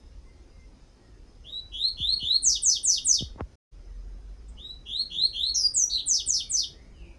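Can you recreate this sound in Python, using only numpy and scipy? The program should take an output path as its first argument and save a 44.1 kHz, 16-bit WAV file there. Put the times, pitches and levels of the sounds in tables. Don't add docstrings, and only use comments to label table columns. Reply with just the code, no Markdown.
import sys
import numpy as np
from scipy import signal
from scipy.fft import rfft, irfft
from scipy.io import wavfile
from scipy.ndimage import uniform_filter1d, map_coordinates

SR = 44100
rng = np.random.default_rng(int(sys.argv[2]) if len(sys.argv) > 2 else 0)


def voltage_ratio(decibels):
    exponent = np.asarray(decibels, float) / 20
    return 10 ** exponent


def wrap_up_sound(samples):
    columns = np.atleast_2d(samples).T
    tamed = np.clip(columns, -1, 1)
    steps = np.round(tamed * 32767).astype(np.int16)
    wavfile.write(sys.argv[1], SR, steps)


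N = 316638

# length, turn (glide middle), ease (glide time scale), attack, release, scoop_s,
# wake and calm (warble start, fade) [s]; first_hz, last_hz, scoop, warble_hz, shake [Hz];
# creep [Hz/s]; swell_db [dB]
LIFT = dict(length=0.171, first_hz=2760, last_hz=3658, turn=.035, ease=0.016, creep=1900, attack=0.022, swell_db=9.5, release=.02, warble_hz=139.7, shake=157, calm=(.035, .09))
RISE = dict(length=0.17, first_hz=3030, last_hz=4399, turn=.095, ease=.028, scoop=150, attack=0.026, swell_db=12.5, release=0.0047, warble_hz=142.3, shake=272, calm=(.055, 0.095))
FALL = dict(length=0.084, first_hz=17200, last_hz=5402, turn=-0.016, ease=0.03, scoop=600, scoop_s=0.0012, attack=0.016, swell_db=6.5, release=.004)
BUZZ = dict(length=0.049, first_hz=6014, last_hz=4100, turn=0.031, ease=0.012, scoop=2000, scoop_s=.006, attack=0.0074, swell_db=-4, release=0.0089, warble_hz=110.83, shake=640, wake=.024, calm=(.036, .048))
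DROP = dict(length=0.036, first_hz=3800, last_hz=2632, turn=.026, ease=.005, attack=0.0054, swell_db=1.5, release=0.0077)
TRILL = dict(length=.152, first_hz=6400, last_hz=4630, turn=.048, ease=.036, attack=0.012, swell_db=-0.5, release=.009, warble_hz=203.9, shake=570, calm=(0.0097, 0.11))
GLIDE = dict(length=0.12, first_hz=21400, last_hz=5633, turn=-0.046, ease=0.035, attack=0.019, swell_db=2, release=0.016)
RATTLE = dict(length=.082, first_hz=4304, last_hz=3510, turn=0.081, ease=0.015, scoop=270, scoop_s=0.015, attack=0.013, swell_db=7, release=.002, warble_hz=226, shake=340, calm=(0.029, 0.092))
HOOK = dict(length=0.042, first_hz=4210, last_hz=2770, turn=0.032, ease=0.0092, scoop=1700, scoop_s=.012, attack=0.0056, swell_db=-4.5, release=.007, warble_hz=205.6, shake=390, wake=0.022, calm=(.04, .05))
CHIP = dict(length=0.022, first_hz=7800, last_hz=7550, turn=0.0074, ease=.005, attack=0.0035, swell_db=6.5, release=0.0052, warble_hz=125.4, shake=650, calm=(.02, .03))
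# (shape, [(time [s], level [dB], stretch [ratio])])
NOTES = [
    (LIFT, [(1.437, -31.5, 0.98), (4.565, -33.5, 0.96)]),
    (RISE, [(1.714, -21, 1.03), (1.966, -18.5, 1.045), (2.19, -18, 1.058), (4.852, -22, 1), (5.096, -19, 1), (5.326, -18, 1.007)]),
    (TRILL, [(5.542, -20, 0.87)]),
    (GLIDE, [(5.736, -17.5, 1)]),
    (RATTLE, [(5.894, -21.5, 1.0)]),
    (HOOK, [(5.976, -30, 0.97)]),
    (CHIP, [(4.479, -52, 0.79)]),
]
# (time [s], level [dB], stretch [ratio], wait for buzz [s])
CASCADES = [
    (2.42, -15, 0.92, 0.072),
    (2.617, -15.5, 1, .078),
    (2.829, -15, 0.92, 0.079),
    (3.042, -15.5, 0.92, 0.08),
    (6.057, -17.5, 0.91, 0.075),
    (6.258, -18.5, 0.89, .076),
    (6.491, -20.5, 0.85, 0.077),
]
# (multiple [ratio], level [dB])
OVERTONES = [(2, -30.5), (3, -39)]
# (frequency [Hz], gain [dB])
THROAT_GAIN = [(6000, 3), (7200, -6.5), (8500, 1.5), (10500, 2), (11800, 0), (12400, -19.5), (14000, -44.5)]
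# (frequency [Hz], gain [dB])
BEAK_GAIN = [(2700, -6), (3300, -1.67), (4000, 1.1), (5000, -0.5), (6000, 0.2), (7500, -0.5), (9200, -3.8)]
# (frequency [Hz], t60 [s])
CAGE_T60 = [(2000, .06), (11000, .05)]
# (frequency [Hz], t60 [s])
PORCH_T60 = [(2000, 0.15), (4000, 0.28), (7000, 0.22), (11000, 0.31)]
# (time [s], level [dB])
TICK = (5.4, -44)
# (time [s], peak level [dB], first pitch [Hz], t60 [s])
BUMPS = [(2, -35, 400, 0.52), (2.129, -43.5, 301, 0.15), (2.168, -48, 505, 0.086), (2.227, -38, 600, 0.34),
         (3.207, -33.5, 790, 0.14), (3.222, -26.5, 693, 0.17), (3.359, -42, 1300, 0.18),
         (3.4073, -22.5, 3190, 0.039), (3.413, -23.5, 104.9, .14), (6.126, -42, 833, 0.034),
         (6.276, -30, 610, 0.011)]
# (start [s], end [s], level [dB])
SCUFF = (3.365, 3.43, -44)
# (time [s], length [s], first pitch [Hz], last pitch [Hz], level [dB])
FAR_WHISTLES = [
    (0.237, 0.16, 2056, 2085, -63.5),
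    (0.509, 0.14, 2134, 2070, -64),
    (1.0, 0.13, 1950, 1800, -69.5),
    (6.375, 0.19, 2580, 2046, -63.5),
    (6.72, 0.14, 1695, 2374, -62),
    (6.917, 0.2, 3210, 2166, -58),
]
# (time [s], firing rate [Hz], level [dB])
ENGINE = [
    (3.72, 40, -52.5),
    (3.9, 42, -35.5),
    (4.2, 47, -42.5),
    (4.55, 54, -46),
    (4.9, 56, -63.5),
    (5.1, 56, -70),
]
# (frequency [Hz], level [dB])
MAINS = [(240, -75), (260, -72.5), (360, -75.5), (420, -77), (480, -76), (540, -77.5)]
# (time [s], length [s], frequency [Hz], level [dB])
MOANS = [
    (2.38, 0.15, 135.9, -59),
    (2.98, 0.15, 129, -58),
    (5.09, .2, 167.4, -56.5),
    (6.96, .2, 169, -58.5),
]
# (frequency [Hz], density [dB/Hz])
INSECT_SPECTRUM = [(4500, -60), (5000, -16), (5110, 0), (5200, -5), (5350, -16), (5900, -60)]
# (frequency [Hz], density [dB/Hz])
LEAF_SPECTRUM = [(1350, -39), (2300, -11), (4050, -8.5), (4520, -9), (4930, -4), (5150, -9.5), (5910, -8),
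                 (6300, -8.5), (7840, -18), (8860, -15), (10600, -24), (12300, -29.5), (13000, -41.5)]
# (frequency [Hz], density [dB/Hz])
TRAFFIC_SPECTRUM = [(47, -29), (80, 3.5), (211, -4), (364, -7.5), (444, -10), (479, -11.5), (1430, -21.5),
                    (2120, -24), (3000, -32), (3900, -72), (6600, -120)]
# (frequency [Hz], density [dB/Hz])
BREEZE_SPECTRUM = [(12, -40), (24, -14), (34, -9), (43, -2), (49, 0), (57, -4), (70, -12), (90, -22),
                   (130, -45), (240, -120)]
# (middle [s], half length [s], swell [dB])
GUSTS = [
    (.0, 0.04, 1),
    (.95, 0.058, -3),
    (1.95, .2, 3.5),
    (3.35, 0.16, 3.5),
    (4.0, 0.31, 1.5),
    (7.03, 0.023, 4),
]
# (frequency [Hz], gain [dB])
MIC_GAIN = [(9000, 1.5), (11000, 2.5), (12000, -7.5), (12600, -16), (13200, -34.5)]
# (start [s], end [s])
GAP = (3.556, 3.712)


def seedeater():
    buzz_db, drop_db, drop_after_s = -18, -26, 0.047
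    fatigue_share = 0.25
    notes = [(shape, *row) for shape, rows in NOTES for row in rows]
    for s, db, stretch, wait_s in CASCADES:
        tired_db = fatigue_share * (db - CASCADES[0][1])
        notes.append((FALL, s, db, stretch))
        notes.append((BUZZ, s + wait_s, buzz_db + tired_db, 1))
        notes.append((DROP, s + wait_s + drop_after_s, drop_db + tired_db, 1))
    track = np.zeros(N)
    for shape, s, db, stretch in notes:
        note = voltage_ratio(db) * syllable(shape, stretch)
        add(track, voltage_ratio(-5) * note, s)
        add(track, voltage_ratio(-6) * echoes(note, CAGE_T60, first_s=0.001, seconds=0.1), s)
        add(track, voltage_ratio(-6) * echoes(note, PORCH_T60, first_s=0.002), s)
    return track


def syllable(shape, stretch, press=0.9, flutter_db=4.5):
    t = np.arange(round(shape["length"] * stretch * SR)) / SR

    def shiver():
        return np.interp(t, np.arange(90) * 0.0024, rng.standard_normal(90))

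    hz, swell_db, depth_hz = contour(t / stretch, **shape)
    warble_hz = shape.get("warble_hz", 0) * (1 + 0.13 * shiver())
    warble = np.cos(2 * np.pi * np.cumsum(warble_hz) / SR)
    pitch_hz = rng.normal(1, 0.004) * hz + 25 * shiver() - depth_hz * warble
    phase = 2 * np.pi * np.cumsum(pitch_hz) / SR
    tone = voltage_ratio(swell_db + along(BEAK_GAIN, pitch_hz) + 1.5 * shiver()) * np.sin(phase)
    for k, db in OVERTONES:
        over_db = db + along(THROAT_GAIN, k * pitch_hz) + press * swell_db + flutter_db * shiver()
        tone += voltage_ratio(over_db) * np.sin(k * phase + 0.7 * shiver())
    return tone * np.clip(np.minimum(t, t[-1] - t) / 0.002, 0, 1) ** 2


def contour(t, length, first_hz, last_hz, turn, ease, attack, swell_db, release, scoop=0,
            scoop_s=0.0048, creep=0, shake=0, wake=0.001, calm=(1, 2), **_):
    glide_hz = first_hz + (last_hz - first_hz) / (1 + np.exp((turn - t) / ease))
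    hz = glide_hz + creep * t - scoop * np.exp(-t / scoop_s)
    edges = (1 - np.exp(-(t / attack) ** 2)) ** 0.5 * np.clip((length - t) / release, 0, 1)
    db = 20 * np.log10(edges + 0.02) - swell_db * (1 - t / length) + min(swell_db, 0)
    depth_hz = shake * np.clip(t / wake, 0, 1) ** 2 * np.interp(t, np.sort(calm), [1, 0])
    return hz, db, depth_hz


def echoes(x, decays, first_s, seconds=1.0):
    hz, t, z = signal.stft(rng.standard_normal(round(seconds * SR)), SR, nperseg=128)
    decay = voltage_ratio(-60 * t / along(decays, hz)[:, None])
    tail = signal.istft(z * decay, SR, nperseg=128)[1]
    tail *= 1 - np.exp(-np.arange(len(tail)) / SR / first_s)
    return signal.fftconvolve(x, tail / np.linalg.norm(tail))


def along(points, hz):
    f, v = np.transpose(points)
    return np.interp(np.log(hz + 1), np.log(f + 1), v)


def add(track, x, s):
    part = track[round(s * SR):][:len(x)]
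    part += x[:len(part)]


def unit(x):
    return x / np.sqrt(np.mean(x ** 2) + 1e-20)


def tick():
    s, db = TICK
    track, t = np.zeros(N), np.arange(round(0.008 * SR)) / SR
    bright = np.diff(rng.standard_normal(len(t) + 4), 4)
    add(track, voltage_ratio(db) * unit(bright * np.sin(np.pi * t / t[-1]) ** 0.5), s)
    return track


def fingers():
    case_hz, turns = 40, 0.88
    track, t = np.zeros(N), np.arange(SR // 4) / SR
    for s, db, first_hz, t60_s in BUMPS:
        cycles = case_hz * t + turns * np.log(1 + first_hz * t / turns)
        press = np.clip(t * first_hz / 1.3, 0, 1) ** 2
        add(track, -voltage_ratio(db - 60 * t / t60_s) * press * np.sin(2 * np.pi * cycles), s)
    start_s, end_s, db = SCUFF
    u = np.linspace(0, 1, round((end_s - start_s) * SR))
    band = signal.butter(3, [200, 1200], "band", fs=SR, output="sos")
    rub = unit(signal.sosfilt(band, rng.standard_normal(len(u))))
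    add(track, voltage_ratio(db) * np.sin(np.pi * u ** 1.23) ** 2 * rub, start_s)
    return track


def far_birds():
    track = np.zeros(N)
    for s, length_s, first_hz, last_hz, db in FAR_WHISTLES:
        octaves = abs(np.log2(last_hz / first_hz))
        t60_s = 0.22 + 0.6 * octaves
        u = np.linspace(0, 1, round(length_s * SR))
        pitch_hz = last_hz + (first_hz - last_hz) * (1 - u) ** 1.25
        tone = np.sin(2 * np.pi * np.cumsum(pitch_hz) / SR)
        note = voltage_ratio(db) * tone * np.sin(np.pi * u ** 0.9)
        add(track, voltage_ratio(-3 - 9.2 * octaves) * note, s)
        add(track, voltage_ratio(-1.5) * echoes(note, [(2000, t60_s)], first_s=0.02), s)
    return track


def machines():
    t = np.arange(N) / SR
    s, hz, db = np.transpose(ENGINE)
    engine_db = np.interp(t, s, db, -120, -120) + 2.5 * wobble(8)
    engine_hz = np.interp(t, s, hz) + 1.5 * wobble(15)
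    track = voltage_ratio(engine_db) * np.sin(2 * np.pi * np.cumsum(engine_hz) / SR)
    for hz, db in MAINS:
        track += voltage_ratio(db + 2.6 * wobble(5.9)) * np.sin(2 * np.pi * hz * t + 1.2 * wobble(2.6))
    for s, length_s, hz, db in MOANS:
        u = np.arange(round(length_s * SR)) / SR
        moan = np.sin(2 * np.pi * hz * u) + voltage_ratio(-1) * np.sin(4 * np.pi * hz * u)
        add(track, voltage_ratio(db) * np.sin(np.pi * u / length_s) * moan, s)
    return track


def wobble(rate_hz):
    knots = rng.standard_normal(int(N * rate_hz / SR) + 4)
    return map_coordinates(knots, [np.arange(N) * rate_hz / SR])


def insects():
    return voltage_ratio(-79.5 + 1.9 * wobble(2.6)) * rush(INSECT_SPECTRUM, patchy_db=5)


def leaves():
    return voltage_ratio(-71.93 + 0.24 * wobble(0.98)) * rush(LEAF_SPECTRUM, patchy_db=3)


def traffic():
    t = np.arange(N) / SR
    dip_db = -4.5 * np.exp(-((t - 3.7) / 0.1) ** 2)
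    level_db = -61 + dip_db + 0.2237 * t + 0.88 * wobble(26)
    return voltage_ratio(level_db) * rush(TRAFFIC_SPECTRUM, patchy_db=2.5)


def breeze():
    t = np.arange(N) / SR
    gusts_db = sum(db * np.exp(-((t - s) / half_s) ** 2) for s, half_s, db in GUSTS)
    return voltage_ratio(-51.5 + gusts_db + 1.5 * wobble(6.7)) * rush(BREEZE_SPECTRUM, patchy_db=-0.5)


def rush(spectrum, patchy_db):
    hz, _, z = signal.stft(rng.standard_normal(N + 2048), SR, nperseg=2048)
    field = uniform_filter1d(rng.standard_normal(z.shape), size=5, axis=0)
    field = unit(uniform_filter1d(field, size=3, axis=1))
    z = z * voltage_ratio(patchy_db * field + along(spectrum, hz)[:, None])
    return unit(signal.istft(z, SR, nperseg=2048)[1][:N])


def scene():
    near = seedeater() + tick() + fingers()
    far = far_birds() + machines() + insects() + leaves() + traffic() + breeze()
    return (near + far)[None]


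def masked(x, under_db=32, slope_db_per_khz=10.0):
    hz, _, z = signal.stft(x, SR, nperseg=1024)
    khz = hz[:, None] / 1000
    slope_db = slope_db_per_khz * khz
    level_db = 10 * np.log10(uniform_filter1d(np.abs(z) ** 2, size=7, axis=0) + 1e-20)
    shadow_db = np.maximum.accumulate(level_db + slope_db, axis=0) - slope_db - under_db
    keep = (level_db > shadow_db) | (khz < 4.4)
    return signal.istft(z * keep, SR, nperseg=1024)[1][:N]


def roll_off(x):
    return signal.sosfilt(signal.butter(12, 13170, fs=SR, output="sos"), x)


def record(dry):
    t = np.arange(N) / SR
    heard = irfft(rfft(dry) * voltage_ratio(along(MIC_GAIN, np.fft.rfftfreq(N, 1 / SR))), N)
    heard = heard / (1 + np.abs(heard / 0.6) ** 4) ** 0.25
    stop_s, start_s = GAP
    gate = np.clip((stop_s - t) / 0.002, 0, 1) + np.clip((t - start_s) / 0.021, 0, 1)
    return roll_off(masked(heard[0])[None] * gate)


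dry = scene()
out = record(dry)
wrap_up_sound(out)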